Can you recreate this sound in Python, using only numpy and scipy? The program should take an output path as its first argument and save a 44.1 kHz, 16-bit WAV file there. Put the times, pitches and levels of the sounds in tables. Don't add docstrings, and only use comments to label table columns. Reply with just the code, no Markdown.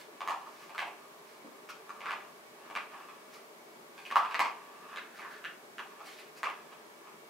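import sys
import numpy as np
from scipy import signal
from scipy.fft import rfft, irfft
from scipy.io import wavfile
from scipy.ndimage import uniform_filter1d

SR = 44100
rng = np.random.default_rng(int(sys.argv[2]) if len(sys.argv) > 2 else 0)


def pcm_store(signal):
    levels = np.round(np.clip(np.atleast_2d(signal), -1, 1) * 32767)
    wavfile.write(sys.argv[1], SR, levels.astype(np.int16).T)


def attenuation_scalar(level_db):
    decades = np.asarray(level_db, float) / 20
    return 10 ** decades


N = 321489

# start in seconds, blow peak in dB, shell pitch in Hz,
# wall ring over shell in dB, wall pitch in Hz.
BALL_KNOCKS = [(0.275, -20.5, 1055, -13, 1840), (0.295, -23, 980, -14, 2290), (0.748, -31, 1200, -13, 2190),
               (0.78, -26, 1120, -3, 1890), (0.792, -35, 1380, 0.5, 2800), (3.086, -42, 1100, -9.5, 2200),
               (3.351, -51, 1130, -22, 2060), (4.052, -47.5, 1180, 2.5, 2680),
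               (4.104, -33.5, 1670, -10, 1870), (4.354, -48, 990, -11, 1670),
               (4.393, -14, 1090, -7.5, 1950), (4.407, -15, 1001, -47, 1930), (4.96, -35, 1170, -5.5, 3517),
               (5.188, -36.5, 1100, -9, 2080), (5.347, -55, 1578, -3, 1830), (5.782, -32.5, 1379, -6, 2670),
               (6.187, -55.5, 1160, 4, 2560), (6.431, -20.5, 1131, -7, 1870)]
# start in seconds, blow peak in dB, shell pitch in Hz,
# wall ring over shell in dB, wall pitch in Hz.
PAW_BATS = [(0.206, -25, 1000, -12.5, 2290), (0.817, -25, 890, -11, 1890), (2.058, -28.5, 1228, -6.5, 1930),
            (2.084, -41, 1640, 0, 1930), (2.108, -25, 1230, -7.5, 2200), (2.129, -28, 980, -8.5, 1950),
            (2.752, -26, 1200, -6, 2260), (2.762, -25, 1130, -7, 1930), (2.777, -37, 1180, -8, 1810),
            (4.112, -24, 1080, -10.5, 2160), (4.157, -6.5, 1080, -22.5, 2710),
            (4.219, -30, 1250, -15, 2450), (4.249, -25.5, 1160, -16, 2260), (4.311, -31.5, 1060, -7, 2300),
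            (4.344, -21.5, 1160, -4, 1960), (4.972, -44.5, 1360, 6, 1860), (5.218, -39.5, 1030, -0.5, 1760),
            (5.248, -32.5, 1120, -16, 1930), (5.441, -37, 1480, -3, 2700), (5.447, -31, 1520, -12.5, 2920),
            (6.004, -32.5, 930, -22, 2220), (6.459, -21.5, 1080, -17.5, 2350),
            (6.718, -40.5, 1120, -12, 2250)]
# start in seconds, blow peak in dB, shell pitch in Hz,
# wall ring over shell in dB.
BASE_BUMPS = [(0.307, -21, 995, -26), (0.319, -32, 980, -15), (0.334, -37, 1110, -22),
              (0.462, -39, 1010, -27), (0.694, -36, 920, -10), (0.869, -30.5, 950, -15.5),
              (1.689, -39, 1260, -8.5), (1.893, -29.5, 1150, -19), (2.006, -35, 970, -5.5),
              (2.648, -47, 1150, -11.5), (2.7, -31.5, 1000, -12.5), (2.925, -43, 910, -9),
              (2.96, -46, 1030, -20), (3.011, -46, 984, -16), (3.979, -42, 1100, -3),
              (4.449, -22, 1090, -10), (4.468, -25.5, 1055, -32), (5.307, -42.5, 1550, -20),
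              (5.793, -31.5, 1051, -9.5), (6.445, -33, 1030, 0.5), (6.49, -35, 1005, -4.5),
              (7.072, -46, 1155, -10)]
BALL_CRACK_DB, PAW_CRACK_DB, BASE_CRACK_DB = -18, -31, -21.5
BASE_WALL_HZ = 2250
# ratio to shell pitch, width in Hz, level in dB.
CAVITY_MODES = [(.62, 200, -31), (.9, 120, 4), (1.03, 133, 65), (1.33, 248, -41)]
# ratio to wall pitch, width in Hz, level in dB.
WALL_MODES = [(.72, 460.5, -49), (1.0, 481, 9.5), (1.3, 647.8, -2.5), (1.8, 703, -9)]
# frequency in Hz, width in Hz, level in dB.
JOINT_MODES = [(765, 400, 13.5), (1550, 277, 14), (2770, 1870, -7)]
# frequency in Hz, width in Hz, level in dB.
CRACK_MODES = [(4800, 850, -11), (5820, 2700, 5.5), (9400, 4300, -3.5), (12000, 9400, -4)]
# fastest moment in seconds, shell level in dB, speeding up in seconds,
# slowing in seconds, shell pitch in Hz.
BALL_RUNS = [(0.26, -42.5, 0.1, 0.23, 1062), (0.768, -54.5, 0.77, 1, 1105), (1.6, -61.5, 0.22, .6, 1080),
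             (2.084, -36.5, .15, 0.16, 1160), (2.622, -53, 0.17, 0.61, 1060),
             (2.932, -44, 0.05, 0.18, 1154), (3.3, -61.5, 0.53, 0.18, 1100), (4.162, -56, 0.16, 0.36, 1100),
             (4.32, -40, 0.24, 0.053, 1170), (4.7, -53.5, 0.91, 0.22, 1030), (4.95, -41, 0.19, 0.083, 1180),
             (5.2, -53, 0.26, 0.19, 1760), (5.33, -51.5, 0.16, 0.23, 1550), (5.65, -85, .15, 0.36, 1080),
             (6.0, -50, 0.28, .2, 1050), (6.5, -51.5, 0.22, 0.39, 1170), (7.05, -62, 0.32, 0.52, 1170)]
CREEP_DB, ROLL_WALL_DB = -74.5, -8
# peak in seconds, level in dB, onset in seconds, fade in seconds,
# squeak centre in Hz.
BRUSHES = [(0.0, -51, .01, 0.025, 4100), (0.626, -61.5, 0.24, 0.075, 5270), (0.79, -57, 0.025, 0.093, 4900),
           (1.285, -67, .06, .17, 4800), (1.694, -48.5, 0.0088, 0.023, 5150),
           (3.336, -57, 0.043, 0.061, 5250), (3.98, -59.5, .018, 0.085, 4250), (4.056, -60, .014, .1, 4150),
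           (4.165, -48, .015, 0.048, 4450), (5.158, -60, 0.026, .12, 4200),
           (5.316, -61.5, .025, 0.11, 4050), (6.062, -54.5, 0.044, 0.19, 4300),
           (6.19, -58, 0.022, 0.029, 4080), (6.374, -56, 0.026, .028, 5050)]
# frequency in Hz, density in dB per Hz.
FRICTION_SPECTRUM = [(710, -39), (1200, 2), (2050, 5.5), (2770, 3), (3320, -3.5), (5730, -5.5),
                     (15500, -12.5)]
# start in seconds, peak in dB, pitch in Hz, t60 in seconds.
LANDINGS = [
    (1.445, -33, 272.7, 0.025),
]
# frequency in Hz, t60 in seconds.
REVERB_TIMES = [(250, 0.44), (700, 0.48), (1100, 0.34), (2500, 0.38), (6000, 0.28), (14000, 0.078)]
# delay in seconds, level in dB.
EARLY_ECHOES = [(.0055, -8.5), (.0078, -8), (0.011, -1), (0.0165, -21), (.021, -9.5), (.0235, -15.5)]
# frequency in Hz, density in dB per Hz.
AIR_SPECTRUM = [(12, -78), (20, -44), (187, -22), (228, -4), (301, -17.5), (377, -3.5), (513, -10),
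                (607, -4.5), (738, -9), (976, -6.5), (1370, -11), (2260, -14.5), (2460, -17),
                (12800, -27.5), (16000, -29.5)]
AIR_DB = -54.5
# frequency in Hz, width in Hz, level in dB.
VENT_HUMS = [(165, 18.7, -76), (324, 35, -69), (398, 14, -67.5), (439.5, 12, -66), (611, 12, -68.5),
             (2248, 46, -69.5)]
# frequency in Hz, left-right likeness from -1 to 1.
COHERENCE = [(60, 0.25), (180, 0.95), (550, 0.52), (1650, -0.37), (4970, -0.078), (15000, 0.45)]
# frequency in Hz, left minus right in dB.
BALANCE = [(60, -1), (240, 2), (950, 0), (3770, 0.0), (15000, 0.0)]


def knock(db, shell_hz, wall_db, crack_db, wall_hz, chance):
    t = np.arange(len(chance[0])) / SR
    loose = np.clip((-db - 20.5) / 24, .15, 1.2)
    bounces = chance[0] * (chance[1] > 2.6) * loose * np.exp(-t / 0.014)
    bounces[0] = 1

    chatter = .055 * chance[1, :500] * np.exp(-t[:500] / .003)
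    chatter[0] = 1
    crack_chatter = chatter * np.where(t[:500] > 0, 4.5, 1)
    crack = np.convolve(crack_chatter, ring(CRACK_MODES))[:1024]
    wall = np.convolve(chatter, wall_ring(wall_hz, -3.0))[:1024]

    damping = np.clip(2.5 + (wall_db + 9.5) / 14, .8, 2.5)
    body = ring(np.multiply(CAVITY_MODES, [1, damping, 1]), shell_hz)
    body += attenuation_scalar(wall_db + 6) * wall / np.linalg.norm(wall)
    body += attenuation_scalar(crack_db + 1.5) * crack / np.linalg.norm(crack)
    return attenuation_scalar(db + 16.5) * signal.fftconvolve(bounces, body)


def rolling():
    level, shell_hz = swells(BALL_RUNS)
    strength = attenuation_scalar(2.5 * np.minimum(rng.exponential(1, N), 4))
    clicks = strength * (rng.random(N) < 900 / SR)
    clicks *= rng.choice([-1, 1], N)
    shell = evened(resonate(clicks, shell_hz, 304))
    wall = evened(signal.oaconvolve(clicks, wall_ring(2424, 0.5))[:N])
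    return attenuation_scalar(-5) * (level + attenuation_scalar(CREEP_DB)) * (shell + attenuation_scalar(ROLL_WALL_DB) * wall)


def scuffing():
    level, squeak_hz = swells(BRUSHES)
    hiss = rng.standard_normal(N)
    roughness = evened(uniform_filter1d(rng.standard_normal(N), 90))
    grain = hiss * attenuation_scalar(1.8 * roughness)
    claws = evened(resonate(grain, squeak_hz, 1350))
    return level * (attenuation_scalar(3.5) * coloured(grain, FRICTION_SPECTRUM) + attenuation_scalar(-8.5) * claws)


def thud(db, hz, t60):
    t = np.arange(6000) / SR
    boards = np.sin(2 * np.pi * hz * t) + 0.58 * np.sin(2 * np.pi * 1.85 * hz * t)
    onset = 1 - np.exp(-t / 0.0012)
    return attenuation_scalar(db - 0.5 - 60 * t / t60) * boards * onset


def room(x):
    shared, tail_db = 0.78, 2
    taps = np.zeros((2, SR // 2))
    jitter = rng.integers(0, 20, (2, (SR // 2 - 201) // 20))
    at = np.arange(200, SR // 2 - 20, 20) + jitter
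    np.put_along_axis(taps, at, rng.choice([-1., 1.], at.shape), 1)
    taps = np.sqrt(shared) * taps[0] + np.sqrt(1 - shared) * taps[1] * [[1], [-1]]

    hz, t, z = signal.stft(taps, SR, nperseg=256)
    decay = attenuation_scalar(-60 * t / read(REVERB_TIMES, hz)[:, None])
    response = signal.istft(z * decay, SR, nperseg=256)[1]
    response *= attenuation_scalar(tail_db) / np.linalg.norm(response[0])
    response[:, 0] += 1
    for s, db in EARLY_ECHOES:
        place = round(s * rng.uniform(.93, 1.07) * SR) + rng.integers(0, 4, 2)
        response[[0, 1], place] += attenuation_scalar(db) * rng.choice([-1, 1])
    return signal.oaconvolve(x[None], response, axes=1)[:, :N] / np.linalg.norm(response[0])


def air():
    frames, hz = N // 512 + 5, np.fft.rfftfreq(2048, 1 / SR)
    a, b, c, d, patches = rng.standard_normal((frames, 1025, 5)).T
    patches = uniform_filter1d(patches, 14, 0)
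    patches = evened(uniform_filter1d(patches, 8, 1))

    power = attenuation_scalar(2 * read(AIR_SPECTRUM, hz))
    power *= attenuation_scalar(2 * AIR_DB) / power.sum()
    for f, width, db in VENT_HUMS:
        line = np.exp(-2 * ((hz - f) / width) ** 2)
        power += attenuation_scalar(2 * db) * line / line.sum()

    same = np.clip(read(COHERENCE, hz), -1, 1)[:, None]
    left = a + 1j * b
    right = same * left + np.sqrt(1 - same ** 2) * (c + 1j * d)
    z = np.array([left, right])
    drift = attenuation_scalar(0.8 * patches / (1 + (hz[:, None] / 2000) ** 2))
    z *= np.sqrt(power)[:, None] * drift
    z *= attenuation_scalar(np.multiply.outer([.5, -.5], read(BALANCE, hz)))[:, :, None]
    noise = signal.istft(z, nperseg=2048, noverlap=1536)[1][:, :N]
    return np.sqrt(power.sum()) * evened(noise)


def ring(modes, scale=1):
    t = np.arange(1024) / SR
    out = np.zeros(1024)
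    for f, width, db in modes:
        envelope = t * np.exp(-2 * np.pi * width * t)
        out += attenuation_scalar(db) * width ** 0.58 * envelope * np.cos(2 * np.pi * f * scale * t)
    return out / np.linalg.norm(out)


def wall_ring(hz, joints_db):
    return ring(WALL_MODES, hz) + attenuation_scalar(joints_db) * ring(JOINT_MODES)


def resonate(x, hz, width):
    turn = np.exp(2j * np.pi * np.cumsum(hz) / SR)
    r = np.exp(-2 * np.pi * width / SR)
    smooth = signal.lfilter([(1 - r) ** 2], [1, -2 * r, r * r], x / turn)
    return 2 * (turn * smooth).real


def swells(rows):
    t, fine = np.arange(0, N / SR + .002, .001), np.arange(N) / SR
    floor = 3 * 20
    level = np.zeros(len(t))
    for s, db, rise, fall, _ in rows:
        times = [s - 3 * rise, s, s + 3 * fall]
        level += attenuation_scalar(np.interp(t, times, [db - floor, db, db - floor]))
    peaks, pitches = np.transpose(rows)[[0, 4]]
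    return np.interp(fine, t, level), np.interp(fine, peaks, pitches)


def coloured(x, points):
    gain = attenuation_scalar(read(points, np.fft.rfftfreq(len(x), 1 / SR)))
    return evened(irfft(rfft(x) * gain, len(x)))


def read(points, hz):
    f, value = np.transpose(points)
    return np.interp(np.log(hz + 1), np.log(f + 1), value)


def evened(x):
    return x / np.sqrt(np.mean(x ** 2) + 1e-20)


def add(mix, s, sound):
    part = mix[round(s * SR):][:len(sound)]
    part += sound[:len(part)]


def scene():
    knocks = []
    for rows, crack_db in [(BALL_KNOCKS, BALL_CRACK_DB), (PAW_BATS, PAW_CRACK_DB)]:
        for s, db, shell_hz, wall_db, wall_hz in rows:
            knocks.append((s, db, shell_hz, wall_db, crack_db, wall_hz))
    for row in BASE_BUMPS:
        knocks.append((*row, BASE_CRACK_DB, BASE_WALL_HZ))

    spots = np.zeros((4, N))
    chance = rng.standard_normal((len(knocks), 2, 3000))
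    for k, (s, *blow) in enumerate(knocks):
        add(spots[1 + k % 3], s + .0006, knock(*blow, chance[k]))
    for s, *landing in LANDINGS:
        add(spots[0], s, thud(*landing))
    spots[0] += attenuation_scalar(-14) * spots[1:].sum(0)
    spots[1] += rolling()
    spots[2] += scuffing()

    small_shell = signal.butter(3, 780, "high", fs=SR, output="sos")
    stiff_boards = signal.butter(4, 170, "high", fs=SR, output="sos")
    spots[1:] = signal.sosfilt(small_shell, spots[1:])
    spots[0] = signal.sosfilt(stiff_boards, spots[0])
    return sum(room(spot) for spot in spots) + air()


def roll_off(x):
    return signal.sosfilt(signal.butter(12, 16150, fs=SR, output="sos"), x)


def record(dry):
    edge = signal.firwin(511, 15800, window=("kaiser", 9), fs=SR)
    mix = signal.oaconvolve(dry, edge[None], "same")
    return roll_off(mix)


dry = scene()
out = record(dry)
pcm_store(out)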